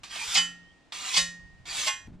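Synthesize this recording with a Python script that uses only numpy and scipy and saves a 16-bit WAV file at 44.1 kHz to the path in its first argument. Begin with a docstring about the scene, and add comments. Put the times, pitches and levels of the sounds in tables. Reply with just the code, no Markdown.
"""Sharpening a long blade outdoors

A whetstone is drawn three times along a long steel blade in an open field, over light wind and faint air noise.
Rough clicks through the damped blade make the scrapes; noise bursts make knocks, and sparser clicks the bites.
When the stone lets go, fading tones make the blade ring; there are also brief squeals and one faint chirp. Near
the end everything cuts off at once, and a gustier moment of shaped noise takes over."""
import sys
import numpy as np
from scipy import signal
from scipy.fft import rfft, irfft
from scipy.io import wavfile
from scipy.ndimage import uniform_filter1d

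SR = 44100
rng = np.random.default_rng(int(sys.argv[2]) if len(sys.argv) > 2 else 0)


def materialize(psi):
    """Save the field psi as 16-bit PCM at rate SR to the path in sys.argv[1].

    A 1-D psi becomes a single channel; in a 2-D psi each row is a channel.
    """
    bounded = np.clip(np.atleast_2d(psi).T, -1, 1)
    quanta = np.round(bounded * 32767).astype(np.int16)
    wavfile.write(sys.argv[1], SR, quanta)


N = 97020  # length in samples: 2.2 s
TIME = np.arange(N) / SR


def amp(db):
    """Turns decibels into a plain multiplier."""
    return 10 ** (np.asarray(db) / 20)


def unit(x):
    """Scales a sound to an average (RMS) level of one."""
    return x / np.sqrt(np.mean(x ** 2) + 1e-20)


def read(points, hz):
    """Reads a curve between its points, along a logarithmic frequency scale."""
    point_hz, value = np.transpose(points)
    return np.interp(np.log(hz + 1), np.log(point_hz + 1), value)


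def add(mix, s, sound):
    """Adds a sound into the mix from time s, cutting it off at the end."""
    start = max(round(s * SR), 0)
    part = mix[:, start:][:, :sound.shape[1]]
    part += sound[:, :part.shape[1]]


def colour(x, spectrum, tilt_db=0):
    """Reshapes the strength of each frequency, tilted in dB per octave above 500 Hz, at unit level."""
    hz = np.fft.rfftfreq(x.shape[-1], 1 / SR)
    octaves = np.log2(np.maximum(hz, 500))
    gain = amp(read(spectrum, hz) + tilt_db * octaves)
    return unit(irfft(rfft(x) * gain, x.shape[-1]))


# How much louder the left microphone is: (frequency [Hz], left minus right [dB])
BALANCE = [(170, -1.5), (450, 3), (740, -6), (1200, -10), (2000, -1.5), (3300, -5), (5500, 0.5),
           (9000, 1.5), (15000, -2)]
# How far the left microphone is ahead in phase: (frequency [Hz], lead [radians])
LEAD = [(200, -0.72), (2800, 0.3), (6200, -1.1), (8100, -1.87), (12000, -1.8)]


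def ports(hz):
    """Loudness and phase (as complex numbers) of the blade at the left and right microphone."""
    half = amp(read(BALANCE, hz) / 2) * np.exp(.5j * read(LEAD, hz))
    power = (abs(half) ** 2 + abs(half) ** -2) / 2
    return np.array([half, 1 / half]) / np.sqrt(power)


# How alike the two microphones sound: (frequency [Hz], likeness [0 to 1])
LIKENESS = [(200, 0.65), (700, .6), (1300, 0.79), (2400, 0.81), (4400, 0.95), (8000, 0.46), (15000, 0.36)]


def placed(pair):
    """Mixes two unrelated signals into the partly alike pair that the two microphones hear."""
    hz = np.fft.rfftfreq(pair.shape[1], 1 / SR)
    a, b = rfft(pair)
    same = read(LIKENESS, hz)
    left = same * a + np.sqrt(1 - same ** 2) * b
    return irfft(np.array([left, a]) * ports(hz), pair.shape[1])


def outdoor_noise(spectrum, shared):
    """Noise partly shared by both microphones, because each adds its own to a common part."""
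    a, b, both = rng.standard_normal((3, N))
    return colour(np.array([a, b]) + shared * both, spectrum)


def buffeting(spectrum, lumpy_db, shared):
    """Wind on the microphones swells in quick random lumps, made by smoothing noise twice."""
    lumps = rng.standard_normal(N)
    for _ in range(2):
        lumps = uniform_filter1d(lumps, size=800)
    return unit(outdoor_noise(spectrum, shared) * amp(lumpy_db * unit(lumps)))


# Strength of the wind: (time [s], level [dB])
WIND = [(0, -65), (.22, -60), (.4, -64), (.7, -64.5), (.9, -80), (1.15, -67), (1.22, -52.5), (1.33, -57),
        (1.52, -52.5), (1.72, -52.5), (1.92, -67.5), (2.06, -53)]
# Colour of the wind rumble: (frequency [Hz], level [dB])
RUMBLE = [(20, -6), (45, 1), (90, -2.5), (150, -6.5), (250, -25), (500, -42.5), (2000, -65)]


def wind():
    """Wind pushing on the microphones makes a lumpy low rumble that rises and falls."""
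    level = amp(np.interp(TIME, *np.transpose(WIND)))
    return level * buffeting(RUMBLE, lumpy_db=3.5, shared=1.0)


AIR_DB = -63.5
# Colour of the steady outdoor noise: (frequency [Hz], level [dB])
AIR = [(60, -17.5), (130, 0), (250, 0.5), (500, -6.5), (800, -5.5), (1400, -11.5), (2800, -12), (5000, -19),
       (8000, -24), (10500, -35.5), (15000, -65)]


def air():
    """Faint steady noise of the open air, partly the same at both microphones."""
    return amp(AIR_DB) * outdoor_noise(AIR, shared=1.0)


def grit(per_s, spread_db=4.5):
    """Clicks of uneven size at random moments as grains catch the steel."""
    size = amp(spread_db * np.minimum(rng.exponential(1, N), 3))
    caught = rng.random(N) < per_s / SR
    return unit(size * rng.choice([-1, 1], N) * caught)


HELD_SHARE = 0.94  # share of each click's energy that passes through the blade's resonances


def held_blade(clicks, t60, size=8192):
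    """The blade's crowded, damped resonances, as two fading noises; the first also passes the direct click."""
    fade = amp(-60 * np.arange(size) / SR / t60)
    body = rng.standard_normal((2, size)) * fade
    body *= np.sqrt(HELD_SHARE) / np.linalg.norm(body, axis=1, keepdims=True)
    body[0, 0] += np.sqrt(1 - HELD_SHARE)
    return signal.fftconvolve(clicks[None], body, axes=1)[:, :N]


GRIT_PER_S = 7000  # average clicks per second
HELD_T60 = 0.095  # seconds to fade by 60 dB while the stone damps the blade
BRIGHTEN_DB_PER_OCT = 3  # change of tilt from the start to the end of a stroke
# Force of the stone on the edge, one list per stroke: (time [s], level [dB])
STROKES = [
    [(.034, -41), (.06, -48.5), (.09, -51), (.125, -39), (.15, -38), (.205, -35.5), (.26, -36.5),
     (.335, -30.5), (.36, -44.5)],
    [(.922, -38.5), (.95, -38.5), (1.0, -38.5), (1.06, -34.5), (1.125, -32), (1.175, -32)],
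    [(1.655, -48), (1.675, -39.5), (1.70, -38.5), (1.735, -33.5), (1.76, -31.5), (1.82, -30.5), (1.85, -31),
     (1.88, -26.5)],
]
# Colour of the scraping, before the tilt: (frequency [Hz], level [dB])
SCRAPE = [(120, -19.5), (250, -15), (450, -20), (650, -16.5), (900, -9), (1100, -5.5), (1300, -8.5),
          (1650, -6), (2400, -2.5), (3500, -1.5), (5500, -5.5), (7600, -4.5), (9800, -13.5), (11200, -23),
          (13500, -27), (15400, -36.5)]


def scrape(force, count=5):
    """The stone travels along the edge: resonances change with its place and the hiss brightens."""
    s, db = np.transpose(force)
    level = amp(np.interp(TIME, s, db)) * (TIME >= s[0]) * (TIME < s[-1])
    place = np.clip((TIME - s[0]) / (s[-1] - s[0]), 0, 1)
    clicks = grit(GRIT_PER_S) * level
    out = 0
    # Crossfade between spots along the blade, each with its own resonances
    for spot in np.linspace(0, 1, count):
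        near = np.sqrt(np.maximum(1 - abs(place - spot) * (count - 1), 0))
        tilt_db = BRIGHTEN_DB_PER_OCT * (spot - .55)
        part = colour(held_blade(clicks * near, HELD_T60), SCRAPE, tilt_db)
        out = out + part * np.sqrt(np.mean((level * near) ** 2))
    return out


KNOCK_T60 = 0.11  # seconds to fade by 60 dB
# Knocks of the stone on the edge: (time [s], level [dB])
KNOCKS = [(.034, -41.5), (.158, -34), (0.9216, -35), (1.655, -46)]
# Colour of a knock: (frequency [Hz], level [dB])
CLANK = [(150, -26.5), (400, -15.5), (700, 2), (1500, -3), (2500, 2.5), (4300, 4), (6000, -9.5),
         (8000, -7.5), (10000, -32), (12000, -37), (15000, -48.5)]


def knock(s, db):
    """The stone knocks on the edge: a burst of noise is the short clank of the damped blade."""
    t = TIME - s
    fade = (t >= 0) * amp(db - 60 * np.maximum(t, 0) / KNOCK_T60)
    return fade * colour(rng.standard_normal((2, N)), CLANK)


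def field(x, level_db=-30, t60=.9):
    """Faint scattered echoes from grass, fence and trees, as a fading tail of noise."""
    t = np.arange(SR) / SR
    echo_colour = [(200, 15.5), (3000, -1.5), (6000, -2), (12000, -15)]  # (frequency [Hz], level [dB])
    tail = colour(rng.standard_normal((2, SR)), echo_colour)
    tail *= np.minimum(t / .03, 1) * amp(-60 * t / t60)
    tail /= np.linalg.norm(tail[0])
    return amp(level_db) * signal.fftconvolve(x, tail, axes=1)[:, :N]


def whistle(s, length, start_hz, end_hz, db, width_hz):
    """A short fuzzy tone that swells and fades: slow noise carried up to the wanted pitch."""
    t = np.arange(0, length, 1 / SR)
    real, imaginary = rng.standard_normal((2, SR // 4))
    lowpass = signal.butter(2, width_hz / 2, fs=SR, output="sos")
    fuzz = signal.sosfilt(lowpass, real + 1j * imaginary)[-len(t):]
    hz = start_hz + (end_hz - start_hz) * t / length
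    turn = np.exp(2j * np.pi * np.cumsum(hz) / SR)
    tone = fuzz * turn * np.sin(np.pi * t / length)
    return s, amp(db) * unit((ports(start_hz)[:, None] * tone).real)


# Brief squeals: (time [s], length [s], pitch [Hz], level [dB])
SQUEALS = [(0.099, 0.051, 3296, -50), (0.18, 0.078, 2434, -40), (0.199, .05, 896, -47),
           (1.684, 0.0407, 4670, -41), (1.772, 0.0516, 3407, -42), (1.81, 0.024, 6150, -38.5)]


def squeal(s, length, hz, db):
    """The stone sticks and slips in a brief rough squeal, a fuzzy tone at one pitch."""
    return whistle(s, length, hz, hz, db, width_hz=110)


CHATTER_PER_S = 4500  # average clicks per second
BITE_T60 = 0.11  # seconds to fade by 60 dB
# Hard bites near the tip: (time [s], level [dB], rise [s], hold [s], tilt [dB per octave])
BITES = [(0.341, -26.5, 0.0024, .012, 7.5), (0.348, -19, .009, 0.018, -1.5),
         (1.133, -25, 0.012, 0.027, 1.0), (1.161, -19, 0.0079, 0.0061, -0.5),
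         (1.864, -31, 0.0036, 0.0163, -5)]
# Colour of a bite, before its tilt: (frequency [Hz], level [dB])
BITE = [(90, -44.5), (150, -26), (300, -20.5), (480, -30), (620, -16), (850, -7.5), (1100, -6),
        (1500, -20.5), (2050, -3.5), (3000, 0.5), (3900, 1.5), (5200, -0.5), (7500, -6.5), (9800, -20.5),
        (11300, -33.5), (14000, -37), (15400, -52)]


def bite(s, db, rise, hold, tilt_db):
    """The stone chatters hard over the tip as clicks in the damped blade; the clash dies quickly."""
    t = TIME - s
    fade = amp(db - 60 * np.maximum(t - rise - hold, 0) / BITE_T60)
    level = np.clip(t / rise, 0, 1) * fade
    return level * colour(held_blade(grit(CHATTER_PER_S), BITE_T60), BITE, tilt_db)


# The stone leaves the blade: (time the ringing peaks [s], build-up [s], level of the weak modes [dB])
RELEASES = [(.385, 0.031, -27), (1.182, .016, -24), (1.884, .016, -31.5)]
# Pitches at which the free blade rings, its modes: (frequency [Hz])
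MODE_HZ = [175, 279, 540, 842, 1077, 1339, 1388, 1505, 1696, 1790, 1862, 2082, 2466, 2687, 2807, 3008, 3246,
           3290, 3425, 3808, 3972, 4306, 4651, 4855, 5178, 5868, 6019, 6190, 6454, 6896, 7000, 7385, 7795,
           8270, 9570]
# The modes in the same order: (60 dB fade time before the limit below [s],
# level after stroke 1 [dB], after stroke 2 [dB], after stroke 3 [dB])
MODES = [(1.07, -43.5, -41.5, -87), (1.3, -54, -61.5, -73), (0.28, -54, -45, -60), (.22, -41.5, -51.5, -38),
         (0.2, -36, -33.5, -28.5), (0.38, -42, -68.5, -60), (0.45, -40, -47, -49.5),
         (.32, -51.5, -49.5, -39), (0.42, -42, -40.5, -41.5), (0.33, -37, -39, -35.5),
         (0.84, -36, -32, -44), (0.24, -32.5, -31.5, -27), (.34, -36.5, -37.5, -33.5),
         (0.99, -37.5, -45, -45), (0.2, -50, -46, -30), (0.4, -18.5, -28.5, -39),
         (0.51, -58.5, -47.5, -33.5), (.3, -37.5, -42, -61), (0.16, -41, -47, -33), (0.27, -37, -27.5, -54),
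         (.33, -50.5, -43, -43), (.28, -47.5, -27.5, -57), (.28, -33, -37, -63), (0.19, -26.5, -27, -52),
         (.32, -43.5, -32, -62), (0.32, -38, -32.5, -33), (0.67, -38, -56.5, -52), (.31, -39, -32, -54),
         (0.21, -43.5, -46.5, -57), (0.23, -41.5, -48, -58), (0.7, -50, -32, -44),
         (0.46, -33, -39.5, -33.5), (0.58, -35, -32, -55), (0.18, -46.5, -34, -58), (0.31, -49, -41.5, -44)]
# Losses in the steel limit the ringing: (frequency [Hz], longest 60 dB fade time [s])
LONGEST_T60 = [(1900, 1.4), (2500, .4), (3000, .33), (7000, .33), (8000, .25), (10000, .24)]
# The mode between these limits is a close pair that beats: (low [Hz], high [Hz])
TWIN_BAND = (2900, 3100)
TWIN_SPLIT_HZ = 1.98
# Colour of the crowd of weak modes: (frequency [Hz], level [dB])
SHIMMER = [(300, -26.5), (650, -13), (900, -14), (1500, -11.5), (2500, -1.5), (5000, -4.5), (8000, -3.5),
           (10000, -12), (11500, -28.5), (14300, -29.5), (15200, -46.5)]
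SHIMMER_T60 = 0.27  # seconds to fade by 60 dB


def ring(stroke, s, build, shimmer_db, count=170):
    """The freed blade rings in its main modes, as fading tones, and a crowd of weak ones."""
    t = np.arange(SR) / SR
    swell, free = np.minimum(t / build, 1), np.maximum(t - build, 0)
    out = np.zeros((2, SR))
    for hz, (t60, *levels) in zip(MODE_HZ, MODES):
        limited_t60 = min(t60, read(LONGEST_T60, hz))
        level = swell * amp(levels[stroke] - 60 * free / limited_t60)
        tone = level * np.exp(2j * np.pi * hz * t)
        if TWIN_BAND[0] < hz < TWIN_BAND[1]:
            tone = tone * np.cos(np.pi * TWIN_SPLIT_HZ * free)
        out += (ports(hz)[:, None] * tone).real
    # Weak modes: steady tones at random pitches, 2 Hz per step, in half a second of sound
    short = SR // 2
    lines = np.zeros((2, short // 2 + 1), complex)
    at = rng.integers(170, 7500, count)
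    lines[:, at] = np.exp(2j * np.pi * rng.random((2, count)))
    crowd = unit(placed(colour(irfft(lines, short), SHIMMER)))
    crowd_level = swell * amp(shimmer_db - 60 * free / SHIMMER_T60)
    out[:, :short] += crowd * crowd_level[:short]
    return s - build, out


# A faint chirp from far off: (time [s], length [s], start [Hz], end [Hz], level [dB], width [Hz])
CHIRP = (.635, .11, 2950, 3300, -69, 160)


def chirp():
    """A faint rising chirp: a fuzzy tone whose pitch glides upwards."""
    return whistle(*CHIRP)


GUST_DB = -45.5
# Colour of the gusty ending: (frequency [Hz], level [dB])
GUST = [(20, 1), (60, -1), (110, 0), (170, 2), (280, -8.5), (450, -21.5), (900, -27), (3000, -37.5),
        (8000, -48.5), (14000, -70)]


def gust():
    """Stronger wind buffets the microphones, as lumpy noise that they largely share."""
    return amp(GUST_DB) * buffeting(GUST, lumpy_db=2.0, shared=2.8)


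CUT_S = 2.074  # time of the abrupt cut to the gusty moment


def scene():
    """Plays blade, echoes, wind and air together, then cuts to the gust alone."""
    rubbing = sum(scrape(force) for force in STROKES)
    rubbing = rubbing + sum(knock(*row) for row in KNOCKS)
    rubbing = rubbing + sum(bite(*row) for row in BITES)
    blade = placed(rubbing)
    for row in SQUEALS:
        add(blade, *squeal(*row))
    for stroke, row in enumerate(RELEASES):
        add(blade, *ring(stroke, *row))
    background = wind() + air()
    add(background, *chirp())
    return np.where(TIME < CUT_S, blade + field(blade) + background, gust())


def record(dry, edge_hz=15500):
    """The recorder's band limit: a steep filter removes the highest frequencies."""
    lowpass = signal.firwin(511, edge_hz, window=("kaiser", 9), fs=SR)
    return signal.oaconvolve(dry, lowpass[None], "same")


dry = scene()
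out = record(dry)
materialize(out)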